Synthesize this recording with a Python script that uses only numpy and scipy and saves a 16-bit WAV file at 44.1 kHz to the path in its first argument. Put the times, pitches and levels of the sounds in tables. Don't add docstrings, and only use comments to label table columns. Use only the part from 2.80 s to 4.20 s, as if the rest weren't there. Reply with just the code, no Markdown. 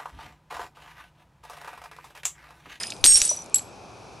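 import sys
import numpy as np
from scipy import signal
from scipy.fft import rfft, irfft
from scipy.io import wavfile
from scipy.ndimage import uniform_filter1d

SR = 44100
rng = np.random.default_rng(int(sys.argv[2]) if len(sys.argv) > 2 else 0)


def unload_wav(signal):
    wavfile.write(
        sys.argv[1],
        SR,
        np.round(np.clip(np.atleast_2d(signal).T, -1, 1) * 32767).astype(np.int16),
    )


def attenuation_scalar(level_db):
    decades = np.asarray(level_db, float) / 20
    return 10 ** decades


N = 61739


def evened(x):
    return x / np.sqrt(np.mean(x ** 2) + 1e-20)


def read(points, hz):
    f, value = np.transpose(points)
    return np.interp(np.log(hz + 1), np.log(f + 1), value)


def add(mix, s, sound):
    part = mix[max(round(s * SR), 0):][:len(sound)]
    part += sound[:len(part)]


def coloured(x, gain):
    return irfft(rfft(x) * gain(np.fft.rfftfreq(x.shape[-1], 1 / SR)), x.shape[-1])


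def hum():
    # f/Hz, coherence [0-1]
    likeness = [(60, 0.9), (1260, 0.81), (6000, 0.42)]
    # f/Hz, level/dB per Hz
    air_tone = [(25, -25.5), (60, -7.5), (500, -6.5), (1300, -12.5), (1900, -26), (6000, -20.5),
                (7200, -30), (11800, -34.5)]
    # f/Hz, width/Hz, level/dB
    whir = [(110, 15, -65), (794, 150, -61), (2448, 200, -62)]

    def same(f):
        return np.clip(read(likeness, f), 0, 1)

    a, b = rng.standard_normal((2, N))
    other = coloured(a, same) + coloured(b, lambda f: np.sqrt(1 - same(f) ** 2))
    pair = np.array([a, other])
    out = attenuation_scalar(-46.5) * evened(coloured(pair, lambda f: attenuation_scalar(read(air_tone, f))))
    for hz, width, db in whir:
        out = out + attenuation_scalar(db) * evened(coloured(pair, lambda f: np.exp(-((f - hz) / width) ** 2)))
    left_db = 1
    return out * attenuation_scalar(np.array([[left_db / 2], [-left_db / 2]]))


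def room(x):
    t60, taps_share = .12, .05
    t = np.arange(SR // 4) / SR
    signs = rng.choice([-1., 1.], len(t))
    sparse = rng.random(len(t)) < taps_share
    taps = signs * sparse * attenuation_scalar(-60 * t / t60) * (t > .003)
    return signal.fftconvolve(x, taps / np.linalg.norm(taps))[:N]


def grit():
    # t/s, level/dB, t60/s
    landings = [
        (0, -39.5, 0.73),
        (0.243, -15.5, .5),
        (.356, -20.5, .4),
        (.417, -24, .4),
        (0.494, -32.5, .25),
        (0.7438, -27, .2),
    ]
    # f/Hz, level/dB
    grit_tone = [(500, -41.5), (1500, -18), (3500, -10.5), (6500, -3.5), (9000, -4), (11500, -9.5)]
    grains_per_s, spread_db, hiss = 2500, 3.5, .8
    t = np.arange(N) / SR
    sizes = attenuation_scalar(spread_db * np.minimum(rng.exponential(1, N), 4))
    hits = rng.random(N) < grains_per_s / SR
    grains = sizes * hits * rng.choice([-1., 1.], N)
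    mixed = evened(grains) + hiss * rng.standard_normal(N)
    rattle = evened(coloured(mixed, lambda f: attenuation_scalar(read(grit_tone, f))))
    power = sum((t >= s) * attenuation_scalar(db - 60 * np.maximum(t - s, 0) / t60) ** 2 for s, db, t60 in landings)
    return rattle * np.sqrt(power)


def ring(start, stop, hz, db, t60):
    rise_s, damp_s, spin_hz, ring_db = .0005, .002, 70, 1.2
    waver_db, steady_db = 1.6, -13
    t = np.arange(0, max(stop - start, 0) + .03, 1 / SR)
    spin = rng.random(4)
    waver = sum(np.sin(2 * np.pi * (spin_hz * (.4 + spin[k]) * t + spin[k + 2])) for k in (0, 1))
    depth_db = waver_db * np.clip((steady_db - db) / 20, .1, 1)
    choke = np.exp(-np.maximum(t - (stop - start), 0) / damp_s)
    rise = np.minimum(t / rise_s, 1)
    level = attenuation_scalar(ring_db + db - 60 * t / t60 + depth_db * waver) * choke * rise
    return start, np.sqrt(2) * level * np.sin(2 * np.pi * hz * t)


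def tick(start, db, hz, ms):
    octaves, rise_share = 0.62, 0.1977
    skirt_db, soft_db_per_ms = -9, -3.5
    tone, tone_ms = 1.8, 1.5

    def bell(f):
        peak = np.exp(-(np.log2((f + 1) / hz) / octaves) ** 2)
        skirt = attenuation_scalar(skirt_db + soft_db_per_ms * ms) * f ** 2 / (f ** 2 + 1500 ** 2)
        return peak + skirt

    noise = rng.standard_normal(1024)
    t = np.arange(len(noise)) * 1000 / SR
    shape = np.minimum(t / (rise_share * ms), 1) * np.exp(-t / ms)
    pitch = tone * np.exp(-ms / tone_ms) * np.sin(2 * np.pi * hz * t / 1000)
    return start, attenuation_scalar(db) * (evened(coloured(noise, bell)) + pitch) * shape * np.sqrt(2)


def small_flakes():
    # t/s, damped at t/s, f/Hz, level/dB, t60/s
    small_rings = [(.4205, .45, 7955, -24, .25), (.464, .474, 7962, -32, .2), (.477, .497, 7962, -28, .16),
                   (.52, .532, 7965, -38, .12), (.4525, .478, 8990, -18, .07), (.501, .525, 9010, -24, .08),
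                   (.492, .527, 5903, -18, .17), (.53, .549, 5906, -29, .13), (.57, .582, 5906, -33, .15),
                   (.589, .632, 5910, -39.5, .4), (.42, .44, 8640, -34, .1), (.7432, .755, 7690, -8, .032),
                   (.7555, .759, 7680, -22, .05), (.7591, .771, 7690, -16, .08),
                   (.773, .783, 7690, -29, .08), (.7935, .805, 7680, -32, .06),
                   (.818, .825, 7680, -42, .08), (.826, .96, 7690, -56, .5), (.745, .754, 11250, -35, .9),
                   (.7552, .762, 11250, -23, .06), (.765, .784, 11250, -36, .9),
                   (.793, .89, 11270, -54, .4)]
    ahead = np.zeros(N)
    for row in small_rings:
        add(ahead, *ring(*row))
    return ahead


def struck_stone():
    # t/s, damped at t/s, f/Hz, level/dB, t60/s
    old_rings = [
        (0, .135, 5022, -38, .55),
        (.137, .19, 5022, -55, .4),
        (0, .12, 8757, -47, .45),
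        (0, .068, 9387, -43, .4),
        (.0705, .086, 9610, -36, .07),
        (.21, .222, 9750, -50, .08),
        (.048, .08, 11200, -54, .2),
    ]
    # t/s, damped at t/s, f/Hz, level/dB, t60/s
    big_rings = [(.2425, .2495, 8300, -18, .06), (.2512, .254, 9000, -13, .05),
                 (.2695, .352, 8446, -12.5, 1.1), (.356, .372, 8440, -27, .2), (.372, .383, 8450, -16, .15),
                 (.269, .3, 5556, -25, .6), (.3445, .355, 5573, -14.5, .2), (.395, .424, 5590, -30, .5),
                 (.278, .304, 6724, -25, .25), (.314, .336, 6727, -23, .2), (.27, .284, 9390, -24, .2),
                 (.356, .381, 9430, -22.5, .9), (.357, .378, 9020, -23, .2), (.351, .369, 7260, -29, .15),
                 (.272, .35, 8960, -33, 1.0), (.403, .41, 6900, -27, .05)]
    # t/s, damped at t/s, f/Hz, level/dB, t60/s
    further_rings = [(.07, .13, 9387, -56, .4), (.145, .157, 9780, -55, .1), (.142, .175, 8330, -57, .3),
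                     (.204, .214, 4800, -54, .2), (.2545, .259, 8450, -15, .08),
                     (.2605, .2695, 8450, -20, 1.0), (.302, .343, 5556, -23, .7),
                     (.3565, .381, 5590, -16, .16), (.383, .394, 5590, -33, .3), (.288, .352, 9383, -31, .9),
                     (.33, .339, 7300, -33, .1), (.39, .396, 7300, -32, .1), (.373, .386, 10400, -35, .5),
                     (.306, .313, 11300, -31, .08), (.336, .346, 11400, -37, .3), (.337, .35, 6724, -33, .3),
                     (.385, .392, 6800, -35, .1), (.451, .462, 7960, -35, .5), (.534, .554, 7965, -41, .3),
                     (.572, .583, 7965, -50, .3), (.48, .498, 8990, -42, .3), (.55, .568, 5906, -45, .9),
                     (.472, .477, 10000, -35, .05), (.784, .792, 7690, -29, .05), (.5138, .53, 600, -32, .06),
                     (.5135, .519, 980, -32.5, .025), (.7842, .7855, 4300, -28, .02),
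                     (.42, .43, 11200, -36, .1)]
    # t/s, level/dB, f/Hz, decay/ms
    stone_ticks = [(.001, -38, 3000, 12.0), (.01, -34.5, 1504, 6.0), (.033, -24, 5220, 3.0),
                   (.037, -30, 2230, 5.0), (0.0695, -30.5, 5000, 1.0), (0.103, -27.5, 5355, 4.0),
                   (0.1204, -29.5, 3020, 4.0), (0.137, -38, 5200, 1.2), (.165, -43, 4800, 2.0),
                   (0.2408, -3, 3800, .5), (0.2422, -9, 6000, 1.0), (0.2466, -13, 4500, .8),
                   (0.2508, -12, 4700, .8), (0.252, -27, 6040, 1.5), (0.2563, -15, 5000, 1.2),
                   (0.257, -14.5, 1444, 1.5), (0.261, -15.5, 7520, 2.0), (0.264, -9, 6000, .6),
                   (.25, -33, 277.3, 8.0), (.323, -22.5, 2974, 1.2), (0.3561, -11, 5300, .8),
                   (0.3724, -23, 2900, .8), (0.386, -28.5, 6000, 1.2), (.403, -22, 7200, 1.2),
                   (.4168, -6, 5900, .8), (0.4207, -17, 5700, .9), (.4505, -21, 6200, .5),
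                  (0.4658, -23, 6200, .6), (.4775, -25, 6000, 0.6), (0.491, -39.5, 6486, 0.54),
                  (0.5007, -29, 9800, 1.2), (0.51, -32, 6930, .6), (.52, -32, 7000, 0.7),
                  (0.5648, -25, 9500, .4), (.622, -33, 7500, 0.4), (0.661, -39, 7500, .8),
                  (.698, -38, 8500, 0.4), (0.7431, -20, 6000, .8), (0.7575, -32, 4200, .8),
                  (.7591, -22, 8900, .6), (0.7627, -29, 4200, .6), (0.784, -36.5, 9000, .8),
                  (.7932, -30, 6000, .7), (0.0971, -39, 2200, 2.0), (.02, -41, 2200, 9.0),
                  (.2628, -13, 4400, 1.1), (0.2538, -13.5, 6000, .7), (.4168, -20, 2700, 1.1),
                  (0.413, -30, 4700, .8), (.439, -30, 4500, .7), (0.452, -20, 6000, .7),
                  (0.277, -20.5, 5000, .7), (0.59, -41, 3300, 1.0), (.553, -35.5, 6540, .7),
                  (.642, -42.5, 9900, 1.5), (.793, -36, 3000, .7), (.4168, -14, 4400, .7),
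                  (.7434, -28, 2400, .7), (.269, -22, 4200, 1.5), (.5045, -30, 7000, .6),
                  (.05, -44, 2500, 12.0), (.078, -45, 2800, 12.0), (.7595, -31, 3500, .6)]
    stone = np.zeros(N)
    for row in [*old_rings, *big_rings, *further_rings]:
        add(stone, *ring(*row))
    for row in stone_ticks:
        add(stone, *tick(*row))
    return stone


def two_ports(stone):
    # f/Hz, level/dB
    wide = [(200, -0.5), (1500, -5), (3000, -10), (5300, -20.5), (8700, -10), (11500, -12)]
    lag_s = 2e-5
    side = coloured(stone, lambda f: 1j * attenuation_scalar(read(wide, f)) * np.exp(2j * np.pi * f * lag_s))
    return np.array([stone + side, stone - side])


def scene():
    air = hum()
    ahead = small_flakes()
    stone = grit() + struck_stone()
    stone = stone + attenuation_scalar(-24) * room(stone + ahead)
    return ahead + two_ports(stone) + air


def preamps(dry):
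    # t/s, width/s, left swing, right swing [full scale]
    lurches = [
        (0.242, 0.0033, 0.065, -0.022),
        (.256, .003, 0.013, -0.021),
        (.295, 0.061, -0.031, 0.011),
        (.36, 0.0043, 0.07, -.028),
        (0.42, 0.0057, -0.013, -0.033),
        (.747, 0.0035, -0.011, 0.0029),
    ]
    ceiling = .85
    t = np.arange(N) / SR
    limited = dry / (1 + (dry / ceiling) ** 8) ** (1 / 8)
    return limited + sum(np.outer([a, b], np.exp(-((t - s) / width) ** 2)) for s, width, a, b in lurches)


def fold_treble(pair):
    # start t/s, end t/s, rise/s
    stereo = [
        (-.01, 0.075, 0.0098),
        (0.302, .383, 0.03),
        (0.508, 0.528, 0.0058),
        (0.577, 0.665, 0.026),
    ]
    mono_hz, fall_s = 3930, 0.011
    t = np.arange(N) / SR
    kept = sum(np.clip((t - start) / rise, 0, 1) * np.clip((end - t) / fall_s, 0, 1)
               for start, end, rise in stereo)
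    left, right = pair
    side = (left - right) / 2
    treble = coloured(side, lambda f: 1 / (1 + (mono_hz / (f + 1)) ** 16))
    side = side - (1 - kept) * treble
    return (left + right) / 2 + np.array([side, -side])


def band_limit(pair):
    # start t/s, end t/s, share [0-1]
    openings = [
        (-.01, .2, .25),
        (0.228, .272, 1),
        (0.27, .31, .25),
        (.753, .764, .3),
    ]

    def lowpass(hz):
        taps = signal.firwin(255, hz, window=("kaiser", 8), fs=SR)
        return signal.oaconvolve(pair, taps[None], "same")

    t = np.arange(N) / SR
    shut, wide = lowpass(11570), lowpass(12400)
    steps = sum(share * (t > start) * (t < end) for start, end, share in openings)
    return shut + uniform_filter1d(steps, size=100) * (wide - shut)


def roll_off(x):
    return signal.sosfilt(signal.butter(12, 13020, fs=SR, output="sos"), x)


def record(dry):
    pair = fold_treble(preamps(dry))
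    return roll_off(band_limit(pair))


dry = scene()
out = record(dry)
unload_wav(out)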